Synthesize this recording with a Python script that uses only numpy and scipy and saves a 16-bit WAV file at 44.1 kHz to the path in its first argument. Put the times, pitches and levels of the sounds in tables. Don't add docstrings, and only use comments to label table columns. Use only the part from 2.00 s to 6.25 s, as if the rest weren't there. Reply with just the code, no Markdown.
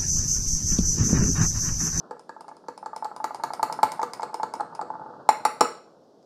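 import sys
import numpy as np
from scipy import signal
from scipy.fft import rfft, irfft
from scipy.io import wavfile
from scipy.ndimage import uniform_filter1d

SR = 44100
rng = np.random.default_rng(int(sys.argv[2]) if len(sys.argv) > 2 else 0)


def amplitude_ratio(level_db):
    exponent = np.asarray(level_db, float) / 20
    return 10 ** exponent


def output_pcm(signal):
    pcm = np.clip(np.atleast_2d(signal).T, -1, 1) * 32767
    wavfile.write(sys.argv[1], SR, np.round(pcm).astype(np.int16))


N = 187425

# frequency in Hz, level in dB, t60 in seconds.
THUD_MODES = [(126, -16, 0.058), (300.6, -20, 0.092), (369.2, 2, 0.036), (485.4, 9, 0.033),
              (578, -35, 0.01)]
# start in seconds, wall level in dB, tick level in dB,
# wall note in Hz, upper note of the tick in Hz.
NEAR_HITS = [(0.1095, -29, -44.5, 867, 7760), (0.293, -32, -45, 900, 7600), (0.481, -37, -47.5, 858, 9400),
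             (0.6841, -26.5, -39, 899, 6200), (0.86, -25.5, -40, 875, 7300),
             (1.0455, -30, -35.5, 837, 8250), (1.2421, -19, -29, 875, 6730),
             (1.4364, -17.5, -28, 897, 6950), (1.629, -13, -24.5, 877, 6970),
             (1.8308, -6.5, -23, 868, 8540), (2.0301, -18.5, -30, 900, 6500),
             (2.2308, -21.5, -33, 870, 7800), (2.4316, -17.5, -31.5, 882, 6900),
             (2.6065, -21.5, -38.5, 867, 8100), (2.8133, -24.5, -39, 808, 8000)]
# start in seconds, wall level in dB, tick level in dB,
# wall note in Hz, t60 of that note in seconds.
FAR_HITS = [(0.1945, -42, -46, 860, 0.019), (0.408, -36.5, -43, 895, 0.039),
            (0.5675, -47.5, -51, 906, 0.039), (0.7771, -34.5, -42.5, 870, 0.024),
            (0.9626, -26, -35.5, 880, 0.042), (1.1633, -27.5, -39.5, 880, 0.022),
            (1.346, -25, -35.5, 848, 0.026), (1.5352, -24.5, -31, 800, 0.027),
            (1.7254, -25.5, -29.5, 910, 0.026), (1.919, -25.5, -29.5, 880, 0.023),
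            (2.1348, -27, -30, 920, 0.018), (2.343, -25, -31.5, 880, 0.054), (2.5381, -21, -33, 900, 0.027),
            (2.7502, -35, -40, 910, 0.037)]
# start in seconds, wall level in dB, tick level in dB.
GRAZES = [(0.4895, -37, -51.5), (0.978, -55, -50), (1.3568, -40, -47), (1.5506, -54, -48),
          (1.7424, -34, -47), (1.9969, -53, -45), (2.0163, -21, -37.5), (2.208, -36, -45),
          (2.221, -33, -41), (2.5529, -37, -45), (2.757, -52, -54), (2.9033, -24, -58),
          (2.9965, -32.5, -67), (4.2278, -82, -61.5)]
THUD_SCATTER_DB = 2.5


def rms_one(x):
    return x / np.sqrt(np.mean(x ** 2) + 1e-20)


def filtered(x, order, hz, kind):
    return signal.sosfilt(signal.butter(order, hz, kind, fs=SR, output="sos"), x)


def coloured(spectrum):
    hz, db = np.transpose(spectrum)
    bins_hz = np.fft.rfftfreq(N, 1 / SR)
    gain = amplitude_ratio(np.interp(np.log(bins_hz + 1), np.log(hz), db, left=-120, right=-120))
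    return rms_one(irfft(rfft(rng.standard_normal(N)) * gain, N))


def clicks(times, sizes):
    train = np.full(N, 1e-18)
    places = np.clip((np.asarray(times) * SR).astype(int), 0, N - 1)
    np.add.at(train, places, sizes)
    return train


def ring(x, hz, t60):
    r = amplitude_ratio(-60 / (t60 * SR))
    w = 2 * np.pi * hz / SR
    return signal.lfilter([0, np.sin(w)], [1, -2 * r * np.cos(w), r * r], x)


def struck(times, levels_db, modes, rise_t60, scatter_db):
    out = np.zeros(N)
    chance = rng.standard_normal((len(times), len(modes)))
    for (hz, db, t60), luck in zip(modes, chance.T):
        blows = clicks(times, amplitude_ratio(levels_db + db + scatter_db * luck))
        out += ring(blows, hz, t60) - ring(blows, hz, rise_t60)
    return out


def note(times, levels_db, pitches_hz, t60s, rise_t60):
    out = np.zeros(N)
    age = np.arange(SR // 5) / SR
    starts = (times * SR).astype(int)
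    for start, level_db, hz, t60 in zip(starts, levels_db, pitches_hz, t60s):
        shape = amplitude_ratio(-60 * age / t60) - amplitude_ratio(-60 * age / rise_t60)
        sine = np.sin(2 * np.pi * hz * age)
        out[start:start + len(age)] += (amplitude_ratio(level_db) * shape * sine)[:N - start]
    return out


def crack(times, levels_db, low_hz, high_hz, t60):
    fade = signal.lfilter([1], [1, -amplitude_ratio(-60 / (t60 * SR))], clicks(times, amplitude_ratio(levels_db)))
    return filtered(fade * rng.standard_normal(N), 4, [low_hz, high_hz], "band")


def murmur():
    # time in seconds, slosh level in dB.
    swirl = [(0.0, -48.5), (0.25, -67.5), (0.73, -62), (1.08, -58), (1.51, -49), (1.83, -46), (2.1, -49),
             (2.93, -47.5), (3.6, -49.5), (3.86, -60.5), (4.25, -74)]
    # frequency in Hz, level in dB per Hz.
    slosh_spectrum = [(40, -26.5), (150, 4.5), (400, 4), (900, 5.5), (1500, -2), (1830, -20), (1950, -49),
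                      (2400, -52)]
    foam_spectrum = [(2400, -1), (3400, 1.5), (4600, 8), (5600, -3.5), (7000, -5.5), (10000, -14.5)]
    hum_spectrum = [(18, -50), (30, -35), (129, -17.5), (160, -8), (300, -6.5), (480, -4.5), (653, -7.5),
                    (2600, -49)]
    air_spectrum = [(1530, -60.5), (2600, -17), (3440, -9), (4890, -5.5), (5310, -4.5), (7260, -16),
                    (14100, -27.5), (16000, -34)]
    hum_db, air_db, flicker_db = -56, -75.5, 2.2
    foam_at_db, foam_follows = -74.5, 1
    s, slosh_db = np.transpose(swirl)
    foam_db = foam_at_db + foam_follows * (slosh_db + 47.5)
    wander = uniform_filter1d(rng.standard_normal(N), size=700)
    flicker = rms_one(uniform_filter1d(wander, size=700))
    t = np.arange(N) / SR
    slosh = coloured(slosh_spectrum) * amplitude_ratio(np.interp(t, s, slosh_db) + flicker_db * flicker)
    foam = coloured(foam_spectrum) * amplitude_ratio(np.interp(t, s, foam_db))
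    room = amplitude_ratio(hum_db) * coloured(hum_spectrum) + amplitude_ratio(air_db) * coloured(air_spectrum)
    return room + slosh + foam


def kitchen(x):
    # octave centre in Hz, t60 in seconds, energy of the whole tail in dB.
    octaves = [(200, 0.21, 1), (458, 0.42, -5.5), (910, .38, -18.5), (1970, 0.36, -1.5), (3370, 0.47, -7.5),
               (6500, 0.38, -9.5), (11820, 0.29, -6)]
    first_wall_s, build_up_s = .005, .007
    age = np.arange(int(.7 * SR)) / SR
    onset = np.clip((age - first_wall_s) / build_up_s, 0, 1)
    echo = 0
    for hz, t60, db in octaves:
        noise = filtered(rng.standard_normal(len(age)), 2, [hz / np.sqrt(2), hz * np.sqrt(2)], "band")
        tail = noise * amplitude_ratio(-60 * age / t60) * onset
        echo = echo + amplitude_ratio(db) * tail * np.sqrt(2 * np.log(1000) / t60 / SR)
    return signal.fftconvolve(x, echo)[:N]


def jolts():
    # start in seconds, thud level in dB, deep push in dB relative to the thud.
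    foot_jolts = [(0.111, -34, -36), (0.294, -36, -32), (0.6855, -28.5, -37), (1.726, -35, -44),
                  (1.832, -21, -30), (2.032, -21, -52), (2.233, -38, -37), (2.345, -34, -38),
                  (2.61, -31, -35), (2.83, -30, -35), (3.292, -35.5, -15), (3.611, -21.5, -30)]
    push_hz, push_t60_s, push_rise_s = 36, .15, .03
    s, thud_db, push_db = np.transpose(foot_jolts)
    thud = struck(s, thud_db - 5.0, THUD_MODES, 0.005, scatter_db=THUD_SCATTER_DB)
    blows = clicks(s, amplitude_ratio(thud_db + push_db))
    push = ring(blows, push_hz, push_t60_s) - ring(blows, push_hz, push_rise_s)
    return filtered(thud, 3, 170, "high") + push


def touches(rows, kind):
    shares = {"near": (-8.5, -10), "far": (-18.5, -12), "graze": (-28.5, -10), "bump": (-13.5, -44),
              "drag": (-17, -5.5)}
    loud_wall_db, upper_per_db, thud_per_db = -17.5, -0.25, 0.08
    s, wall_db, hz, t60 = np.transpose(rows)
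    force_db = wall_db - loud_wall_db
    upper_db = shares[kind][0] + upper_per_db * force_db
    thud_db = shares[kind][1] + thud_per_db * force_db
    return np.transpose([s, wall_db, upper_db, thud_db, hz, t60])


def all_knocks():
    # start in seconds, wall level in dB, wall note in Hz, t60 in seconds.
    bumps = [(0.126, -36.5, 905, 0.038), (0.168, -41, 884, 0.013), (0.365, -38.5, 880, 0.069),
             (0.445, -42.5, 870, 0.042), (0.515, -39, 885, .06), (0.64, -44, 880, 0.033),
             (0.665, -53, 880, 0.06), (0.829, -30.5, 853, 0.048), (0.932, -29.5, 880, 0.052),
             (1.025, -24, 876, 0.063), (1.054, -25, 868, 0.083), (1.115, -31, 850, .054),
             (1.202, -28, 863, 0.091), (1.308, -28, 860, 0.052), (1.398, -33.5, 900, 0.091),
             (1.505, -24.5, 877, 0.034), (1.596, -21.5, 890, 0.059), (1.699, -22, 872, 0.039),
             (1.79, -21.5, 880, 0.041), (1.938, -36, 920, 0.039), (1.994, -19.5, 881, 0.089),
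             (2.197, -24, 906, 0.035), (2.296, -37.5, 867, 0.056), (2.332, -34, 890, 0.055),
             (2.399, -23, 870, 0.069), (2.599, -23, 828, 0.087), (2.726, -37.5, 910, .042),
             (2.793, -26, 870, 0.083)]
    # start in seconds, wall level in dB.
    drags = [(2.69, -50), (2.828, -36.5), (2.855, -44), (2.939, -33), (2.954, -32), (3.016, -34.5),
             (3.038, -39), (3.062, -33.5), (3.103, -37.5), (3.138, -42), (3.166, -44)]
    # start in seconds, wall level in dB, upper modes in dB and
    # counter thud in dB relative to the wall, t60 in seconds.
    rim_knocks = [
        (3.291, -8, -14, -22.5, 0.058),
        (3.453, -11, -5, -10.5, 0.063),
        (3.6088, -8.5, -7, -0.5, 0.016),
        (3.6135, -8.5, -11, -15, 0.034),
        (3.654, -34.5, 10, -4, .04),
    ]
    wall_lag_s, near_t60_s, rim_hz = 0.001048, 0.049, 859
    wall_hz, wall_t60_s = 870.5, .055
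    near = [(s + wall_lag_s, db, hz, near_t60_s) for s, db, _, hz, _ in NEAR_HITS]
    far = [(s + wall_lag_s, db, hz, t60) for s, db, _, hz, t60 in FAR_HITS]
    graze = [(s, db, wall_hz, wall_t60_s) for s, db, _ in GRAZES]
    drag = [(s, db, wall_hz, wall_t60_s) for s, db in drags]
    rim = [(*row[:4], rim_hz, row[4]) for row in rim_knocks]
    return np.vstack([touches(near, "near"), touches(far, "far"), touches(graze, "graze"),
                      touches(bumps, "bump"), touches(drag, "drag"), rim])


def knocks():
    # frequency in Hz, level in dB, t60 in seconds.
    wall_modes = [(716, -14.5, 0.097), (880, 3, 0.014), (1000, -14.5, 0.11)]
    upper_modes = [(1044, -5, 0.032), (1196, 4.5, 0.037), (1286.6, 3, 0.029), (1445, -22, 0.048),
                   (1655, -3, 0.026)]
    s, wall_db, upper_db, thud_db, hz, t60 = all_knocks().T
    s = s - .001
    wall = note(s, wall_db + 3.0, hz, t60, 0.0072)
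    wall += struck(s, wall_db, wall_modes, 0.0036, scatter_db=3)
    upper = struck(s, wall_db + upper_db + 2.5, upper_modes, 0.0095, scatter_db=4.0)
    thud = struck(s, wall_db + thud_db, THUD_MODES, 0.019, scatter_db=THUD_SCATTER_DB)
    return filtered(wall + upper + thud, 4, [120, 1750], "band")


def all_ticks(loud_tick_db):
    near_note_hz, far_notes_hz, graze_notes_hz, note_spread = 4505, (5040, 9130), (5200, 6500), 0.028
    top_base_db, top_per_db, top_far_db = -8.5, 1.1, 1
    low_near_db, low_far_db, low_graze_db, low_per_db = -9.5, -9.5, 1.5, .5
    dulling_db_per_s = -3.5
    rows = [(s, db, near_note_hz, hz, 0, low_near_db) for s, _, db, _, hz in NEAR_HITS]
    rows += [(row[0], row[2], *far_notes_hz, top_far_db, low_far_db) for row in FAR_HITS]
    rows += [(s, db, *graze_notes_hz, top_far_db, low_graze_db) for s, _, db in GRAZES]
    s, peak_db, hz, upper_hz, extra_db, low_db = np.transpose(rows)
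    spread = 1 + note_spread * rng.standard_normal((len(s), 2)).T
    force_db = peak_db - loud_tick_db
    top_db = top_base_db + extra_db + top_per_db * force_db + dulling_db_per_s * (s - 1.5)
    return s, peak_db, hz * spread[0], upper_hz * spread[1], top_db, low_db + low_per_db * force_db


def ticks():
    # frequency in Hz, level in dB, t60 in seconds.
    glass_modes = [(4300, -8, .006), (4700, -7, .006), (5400, -8, .006), (6300, -11, .005),
                   (7500, -9, .005)]
    glass_top = [(8900, 0, .005), (10000, -3, .006), (11000, -4, .005), (12800, -8, .004),
                 (14500, -12, .004)]
    glass_low = [(1993, 5.5, 0.015), (2160, 4.5, 0.019), (2520, -25, 0.0027), (2690, -1, 0.0071)]
    loud_tick_db, wash_base_db, wash_per_db = -26, -11.5, 3.8
    s, peak_db, hz, upper_hz, top_db, low_db = all_ticks(loud_tick_db)
    note_t60_s = np.full(len(s), .007)
    out = note(s, peak_db + 7.0, hz, note_t60_s, 0.0018)
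    out += note(s, peak_db + 0.5, upper_hz, note_t60_s, 0.00047)
    out += struck(s, peak_db - 44, glass_modes, 0.0013, scatter_db=5)
    out += struck(s, peak_db + top_db - 0.5, glass_top, 0.00074, scatter_db=-1)
    out += struck(s, peak_db + low_db + 0.5, glass_low, 0.0051, scatter_db=THUD_SCATTER_DB)
    out += crack(s, peak_db - 5.0, 3730, 7720, 0.04)
    out += crack(s, peak_db + top_db + 1.5, 4300, 13300, 0.048)
    wash_db = wash_base_db + wash_per_db * (peak_db - loud_tick_db)
    out += crack(s, peak_db + wash_db, 2500, 4200, 0.034)
    rattle = crack(s, peak_db - 10.0, 2100, 9100, 0.07)
    return out + rattle


def taps():
    # start in seconds, peak level in dB, top in dB relative to the peak.
    rim_taps = [
        (3.2897, -16.5, -12.5),
        (3.451, -17.5, -3),
        (3.6082, -13, -10),
    ]
    # frequency in Hz, level in dB, t60 in seconds.
    spoon_modes = [(2120, -5, 0.014), (2263, -7, 0.016), (2530, -4.5, 0.014), (2860, -8, .012),
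                   (4190, -8.5, 0.038), (4560, -7.5, 0.02), (4850, -4.5, .01), (5550, -6, .025),
                   (5530, -7, .025), (5700, -13.5, 0.0084), (7215, -6, 0.028), (7400, -3.5, .012),
                   (7620, -10, 0.02)]
    spoon_top = [(8300, -1.5, .008), (8860, -1.5, .01), (9300, -3, .008), (9630, -4, .02), (9950, -3, .014),
                 (10950, -11, .015), (12500, -13, .008), (13450, -11, .02), (15000, -12, .006)]
    scatter_db = 1.5
    s, peak_db, top_db = np.transpose(rim_taps)
    out = struck(s, peak_db - 4.5, spoon_modes, 0.0026, scatter_db)
    out += struck(s, peak_db + top_db + 0.5, spoon_top, 0.0055, scatter_db)
    out += crack(s, peak_db - 8.5, 1600, 6500, 0.011)
    out += crack(s, peak_db + top_db + 4.5, 7000, 11000, 0.011)
    out += crack(s, peak_db - 19.0, 2200, 5300, 0.044)
    out += crack(s, peak_db - 18.0, 7000, 9700, .05)
    out += crack(s, peak_db - 15.0, 11000, 15800, 0.013)
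    buzz = crack(s, peak_db - 30.0, 1800, 8600, .07)
    for hz, db, t60 in spoon_modes + spoon_top:
        out += amplitude_ratio(db) * ring(buzz, hz, t60)
    return out


def scene():
    mug = knocks() + ticks() + taps() + jolts()
    return (mug + kitchen(mug) + murmur())[None]


def low_pass(x):
    return signal.sosfilt(signal.butter(12, 16650, fs=SR, output="sos"), x)


def record(dry):
    x = filtered(dry, 1, 60, "high")
    x = signal.sosfilt(signal.cheby2(10, 30, 16300, fs=SR, output="sos"), x)
    return low_pass(x)


dry = scene()
out = record(dry)
output_pcm(out)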